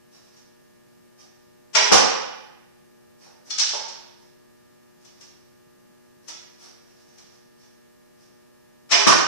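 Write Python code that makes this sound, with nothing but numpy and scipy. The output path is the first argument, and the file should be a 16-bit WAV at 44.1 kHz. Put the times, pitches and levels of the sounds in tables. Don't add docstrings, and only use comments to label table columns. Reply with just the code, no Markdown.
import sys
import numpy as np
from scipy import signal
from scipy.fft import rfft, irfft, next_fast_len
from scipy.io import wavfile
from scipy.ndimage import uniform_filter1d

SR = 44100
rng = np.random.default_rng(int(sys.argv[2]) if len(sys.argv) > 2 else 0)


def wrap_up_sound(samples):
    columns = np.atleast_2d(samples).T
    tamed = np.clip(columns, -1, 1)
    steps = np.round(tamed * 32767).astype(np.int16)
    wavfile.write(sys.argv[1], SR, steps)


N = 408807
MAINS_HZ = 60

# (frequency [Hz], level [dB], t60 [s])
SHAFT_RING = [(1270, -20, 0.2), (2245, -10, 0.062), (2910, -8.5, 0.091), (3460, -0.5, 0.1),
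              (4315, 6.5, 0.049), (4870, -3, 0.09), (5710, -1.5, 0.091)]


def amp(db):
    return 10 ** (np.asarray(db) / 20)


def unit(x):
    return x / np.sqrt(np.mean(x ** 2) + 1e-20)


def along(points, hz):
    point_hz, values = np.transpose(points)
    return np.interp(np.log(hz + 1), np.log(point_hz), values)


def second():
    return np.arange(SR) / SR, np.fft.rfftfreq(SR, 1 / SR)


def filtered(x, response):
    size = next_fast_len(N + SR // 2)
    spectrum = rfft(x, size) * response(np.fft.rfftfreq(size, 1 / SR))
    return irfft(spectrum, size)[..., :N]


def causal(x, gain):
    cepstrum = irfft(np.log(gain), SR)
    cepstrum[1:SR // 2] *= 2
    cepstrum[SR // 2 + 1:] = 0
    return irfft(rfft(x) * np.exp(rfft(cepstrum)), SR)


def coloured(x, spectrum):
    return causal(x, amp(along(spectrum, second()[1])))


def even(x, smooth_hz=400):
    power = uniform_filter1d(np.abs(rfft(x)) ** 2, size=round(smooth_hz))
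    return causal(x, (np.abs(power) + 1e-9) ** -.5)


def resonate(x, modes):
    f = second()[1]
    body = 0
    for k, (centre, width, db) in enumerate(modes):
        damping = 1j * f * width
        body = body + (-1) ** k * amp(db) * damping / (centre * centre - f * f + damping)
    return irfft(rfft(x) * body, SR)


def ringing(modes, attack_s=.002):
    t = second()[0]
    ring = np.zeros(SR)
    for hz, level_db, t60 in modes:
        struck_db = level_db + rng.normal(0, 0.96)
        ring += amp(struck_db - 60 * t / t60) * np.sin(2 * np.pi * hz * t)
    return ring * (1 - np.exp(-t / attack_s))


def contact(t60, grit):
    t = second()[0]
    crunch = rng.standard_normal(SR) * amp(-60 * t / t60)
    return even((t == 0) + grit * crunch / np.linalg.norm(crunch))


def graze(rise_s, fall_s, lead_s):
    t = second()[0] - lead_s
    swell = np.exp(np.minimum(t / rise_s, -t / fall_s))
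    return even(rng.standard_normal(SR) * swell)


def rub(length_s, grain_db=4):
    # (frequency [Hz], level per Hz [dB])
    cloth = [(60, -26.5), (200, 1), (700, 0.5), (1500, -3), (3300, -4), (4700, 0), (5800, 3), (7500, -6.5),
             (10000, -11), (15000, -24.5)]
    stroke = np.sin(np.pi * np.minimum(second()[0] / length_s, 1))
    grain = amp(grain_db * rng.standard_normal(SR))
    return coloured(stroke * rng.standard_normal(SR) * grain, cloth)


def garage(x, db, direct=0, echo=0, echo_s=0.059, build_s=0.0019):
    # (frequency [Hz], t60 [s])
    decay = [(80, 0.34), (250, .8), (700, 0.88), (1800, 0.98), (3000, 0.87), (5500, 0.72), (8000, .55),
             (14000, 0.16)]
    hz, s, cells = signal.stft(rng.standard_normal((2, SR)), SR, nperseg=256)
    cells = cells * amp(-60 * s / along(decay, hz)[:, None])
    tail = signal.istft(cells, SR, nperseg=256)[1][:, :SR]
    tail *= 1 - np.exp(-second()[0] / build_s)
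    tail /= np.linalg.norm(tail[0])
    tail *= 1 + echo * np.exp(-((second()[0] - echo_s) / 0.003) ** 2)
    tail[:, 0] += direct
    wet = signal.fftconvolve(x[None], tail, axes=1)
    return amp(db) * wet / np.sqrt(np.mean(wet[:, :SR // 10] ** 2))


def add(track, s, sound):
    room = track[:, round(s * SR):][:, :sound.shape[1]]
    room += sound[:, :room.shape[1]]


def air(level_db=-60.5):
    # (frequency [Hz], level per Hz [dB])
    rush = [(25, -15.5), (70, -13), (130, -4.5), (200, -3.5), (300, -7), (500, -11.5), (900, -16.5),
            (1600, -17.5), (2500, -22.5), (4200, -20.5), (5600, -19), (7500, -23), (14000, -24.5)]
    noise = rng.standard_normal((2, N))
    return amp(level_db) * unit(filtered(noise, lambda hz: amp(along(rush, hz))))


def harmonics(level_db=-81.0, fall_db_per_octave=5.0, right_db=5, scatter_db=2, count=24):
    # (frequency [Hz], left level [dB], right level [dB])
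    strong = [(120, -68, -67), (240, -60, -60), (360, -59, -72), (480, -64, -63), (600, -72, -64),
              (1200, -76, -73), (1680, -73, -75), (1800, -76, -73)]
    strong_hz = [row[0] for row in strong]
    weak = []
    for hz in 2 * MAINS_HZ * np.arange(1, count + 1):
        db = level_db - fall_db_per_octave * np.log2(hz / 10 ** 3) + rng.normal(0, scatter_db)
        if hz not in strong_hz:
            weak.append((hz, db - right_db / 2, db + right_db / 2))
    return strong + weak


def lamps(waver_db=1.3, waver_rate=3, buzz_db=-77):
    out, t = np.zeros((2, N)), np.arange(N) / SR
    knots = np.arange(0, N / SR + 1, 1 / waver_rate)
    for hz, left_db, right_db in harmonics():
        apart = 3.0 if hz < 800 else rng.uniform(-1, 1)
        phase = 2 * np.pi * (hz * t + rng.random()) + np.array([[0], [apart]])
        waver = np.interp(t, knots, rng.standard_normal(len(knots)))
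        level = np.sqrt(2) * amp([[left_db], [right_db]]) * amp(waver_db * waver)
        out += level * np.sin(phase)
    cycle = SR // MAINS_HZ
    crackle = rng.standard_normal((2, cycle))[:, np.arange(N) % cycle]
    buzz_curve = [(900, -19.5), (1500, -3.0), (3000, 8), (4500, -22)]
    buzz = unit(filtered(crackle, lambda hz: amp(along(buzz_curve, hz))))
    return out + amp(buzz_db) * buzz


def sleeves(stroke_s=0.11, gap_s=.11, rustle_db=-63.5, scatter_db=1.0):
    # (time [s], length [s], level [dB])
    rubs = [(0.101, 0.08, -57), (1.17, 0.06, -54.5), (3.179, 0.1, -55), (6.567, 0.127, -51)]
    # (start [s], end [s])
    moves = [(0.171, .33), (4.15, 4.26), (6.8, 7.36), (8.14, 8.24)]
    out, strokes = np.zeros((2, N)), list(rubs)
    for start, end in moves:
        count = max(1, round((end - start) / gap_s))
        for s in np.linspace(start, end, count, endpoint=False):
            late_s = gap_s * rng.uniform(0, .3)
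            strokes.append((s + late_s, stroke_s, rustle_db + rng.normal(0, scatter_db)))
    for s, length_s, db in strokes:
        add(out, s, garage(rub(length_s), db, direct=0.36))
    return out


def nocking(ring_db=-11.5, slide_s=0.073, slide_db=-64):
    # (time [s], level [dB])
    clicks = [(0.37, -59.5), (5.051, -55), (5.212, -50.5), (6.285, -39.5), (7.184, -54), (7.632, -62.5)]
    # (frequency [Hz], level per Hz [dB])
    nock = [(80, -40), (300, 1), (900, -4.5), (2500, -3), (4500, -1), (6000, 4.5), (7500, -4.5),
            (10000, -16), (15000, -28)]
    out = np.zeros((2, N))
    for s, db in clicks:
        add(out, s - slide_s, garage(rub(slide_s), slide_db, direct=0.33))
        click = coloured(graze(rise_s=0.0039, fall_s=.006, lead_s=0.016), nock)
        add(out, s - .015, garage(click, db, direct=0.66))
        add(out, s - .002, garage(ringing(SHAFT_RING), db + ring_db, direct=1.0))
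    return out


def arrows(free_ring_db=0, held_ring_db=-15, grip_s=0.067, into_stand_db=-21, reach_s=.066, reach_db=-52):
    # (time [s], level [dB])
    taps = [(3.507, -33.5), (3.586, -26), (3.599, -22.5), (3.691, -33), (3.749, -38.5), (3.885, -43)]
    # (time [s], level [dB])
    knocks = [(3.265, -56), (3.735, -33.5)]
    # (frequency [Hz], level per Hz [dB])
    shaft = [(100, -46), (400, -50), (800, -27), (1400, -8.5), (2300, -8.5), (3200, -4), (4700, -0.5),
             (5700, 3), (7000, -5), (9000, -19.5), (14000, -50)]
    # (frequency [Hz], width [Hz], level [dB])
    stand = [(390, 190, -8.5), (594, 140, -6), (890, 75, -1.5), (1530, 120, -17)]
    out, first_s = np.zeros((2, N)), taps[0][0]
    add(out, first_s - reach_s, garage(rub(reach_s), reach_db, direct=0.4))
    for s, db in taps:
        tap = coloured(graze(rise_s=0.0037, fall_s=.007, lead_s=.015), shaft)
        add(out, s - .015, garage(tap, db, direct=0.76))
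        looseness = np.exp((first_s - s) / grip_s)
        ring_db = held_ring_db + (free_ring_db - held_ring_db) * looseness
        add(out, s - .002, garage(ringing(SHAFT_RING), db + ring_db, direct=1.0))
    for s, db in knocks + [(s, db + into_stand_db) for s, db in taps]:
        hollow = resonate(contact(t60=0.03, grit=0.68), stand)
        knock = coloured(hollow, [(100, -27), (350, -7)])
        add(out, s, garage(knock, db, direct=0.75))
    return out


def target(panel_width_hz=720, crack_over_thud_db=0.36, ring_db=-26.5):
    # (time [s], thud level [dB], panel frequency where hit [Hz], panel level [dB])
    strikes = [(1.917, -15, 802, -16), (9.067, -17, 1190, -14.5)]
    # (frequency [Hz], level per Hz [dB])
    thud_curve = [(25, -21), (85, -6.5), (200, -6), (330, 1), (500, 0), (800, -14), (1500, -10.5),
                  (3000, -29.5), (8000, -59)]
    crack_curve = [(300, -19.5), (1500, -5), (2700, 0.5), (4000, -1.5), (5800, 4), (7500, -5),
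                   (10000, -15.5), (15000, -36.5)]
    # (frequency [Hz], level [dB], t60 [s])
    backstop = [(524, -5, .3), (649, -3, .25), (788, -2.5, 0.12), (844, -4.5, .15), (959, 1, 0.24),
                (1067, -0.5, 0.18), (1257, 0.5, 0.27), (1466, 0.5, 0.24), (2126, -5.5, .25),
                (2980, -7.5, 0.91), (3090, -7, 0.32), (5600, -6, 0.33)]
    out = np.zeros((2, N))
    for s, thud_db, panel_hz, panel_db in strikes:
        thud = coloured(contact(t60=0.054, grit=1.1), thud_curve)
        add(out, s, garage(thud, thud_db, direct=0.69))
        panel = [(panel_hz, panel_width_hz, 0)]
        boom = resonate(resonate(contact(t60=0.032, grit=0.97), panel), panel)
        add(out, s, garage(boom, panel_db, direct=0.16, echo=1.4))
        crack = coloured(contact(t60=0.035, grit=2.7), crack_curve)
        add(out, s + .003, garage(crack, thud_db + crack_over_thud_db, direct=0.23, echo=0.39))
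        add(out, s, garage(ringing(backstop), ring_db, direct=.3))
    return out


def bow(db=-17, slip_s=.024, slip_db=-18, rise_s=0.012, ring_db=-2, twang_db=-30, twang_hz=395,
        twang_t60=0.31, upper_db=-6, rebound_s=.075, rebound_db=-9):
    # (time [s], scrape t60 [s])
    releases = [(1.753, 0.036), (8.914, .07)]
    # (frequency [Hz], level per Hz [dB])
    scrape_curve = [(40, -33.5), (150, -16), (380, -8), (700, -7), (1050, -7.5), (1400, -5.5), (2450, -6),
                    (3000, -5), (4200, -6), (5600, -4.5), (6700, -9), (8500, -19.5), (11000, -40.5),
                    (15000, -49.5)]
    # (frequency [Hz], width [Hz], level [dB])
    limbs = [(660, 79, -5), (980, 72, -3.5), (1880, 220, -6.5), (2385, 97, 1), (3035, 110, -4),
             (3640, 65, -10), (5060, 150, -7), (5730, 120, -6.5)]
    out, t = np.zeros((2, N)), second()[0]
    for s, scrape_t60 in releases:
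        slip = rng.standard_normal(SR) * np.minimum(t / slip_s, 1) * (t < slip_s)
        add(out, s - slip_s, garage(coloured(slip, scrape_curve), db + slip_db, direct=0.55))
        swell = (1 - np.exp(-t / rise_s)) ** 2 * amp(-60 * t / scrape_t60)
        scrape = even(rng.standard_normal(SR) * swell)
        add(out, s - .006, garage(coloured(scrape, scrape_curve), db, direct=0.62))
        add(out, s - .003, garage(resonate(scrape, limbs), db + ring_db, direct=0.58))
        add(out, s + rebound_s, garage(coloured(scrape, scrape_curve), db + rebound_db, direct=0.34))
        phase = 2 * np.pi * twang_hz * np.cumsum(1 + 0.099 * np.exp(-t / 0.041)) / SR
        tone = np.sin(phase) + amp(upper_db) * np.sin(2.1 * phase)
        twang = tone * (1 - np.exp(-t / 0.084)) * amp(-60 * t / twang_t60)
        add(out, s + 0.011, garage(twang, twang_db, direct=.2))
    return out


def microphones(pair):
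    # (frequency [Hz], correlation [-1 to 1])
    alike = [(60, -.96), (470, -.88), (720, -.1), (1150, .5), (1600, -.15), (2500, 0)]

    def mix(hz):
        turn = np.arccos(np.clip(along(alike, hz), -.99, .99)) / 2
        return np.array([np.cos(turn), np.sin(turn)])

    mid, side = filtered(pair, mix)
    return np.array([mid + side, mid - side])


def scene():
    # (frequency [Hz], left minus right [dB])
    lean = [(200, -1.5), (380, 1), (690, -6), (1280, -4.5), (2350, -3), (5400, -6), (7500, 3.5),
            (12000, 3.5)]
    # (frequency [Hz], gain [dB])
    presence = [(4400, -1.5), (5100, 1.5), (5750, 3), (6500, -1.5)]
    archery = microphones(bow() + target() + arrows() + nocking() + sleeves())
    halves = np.array([[.5], [-.5]])
    placed = filtered(archery, lambda hz: amp(along(presence, hz) + halves * along(lean, hz)))
    return placed + air() + lamps()


def record(dry, top_hz=14800):
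    rounded = dry / (1 + np.abs(dry) ** 6) ** (1 / 6)
    return filtered(rounded, lambda hz: hz < top_hz)


dry = scene()
out = record(dry)
wrap_up_sound(out)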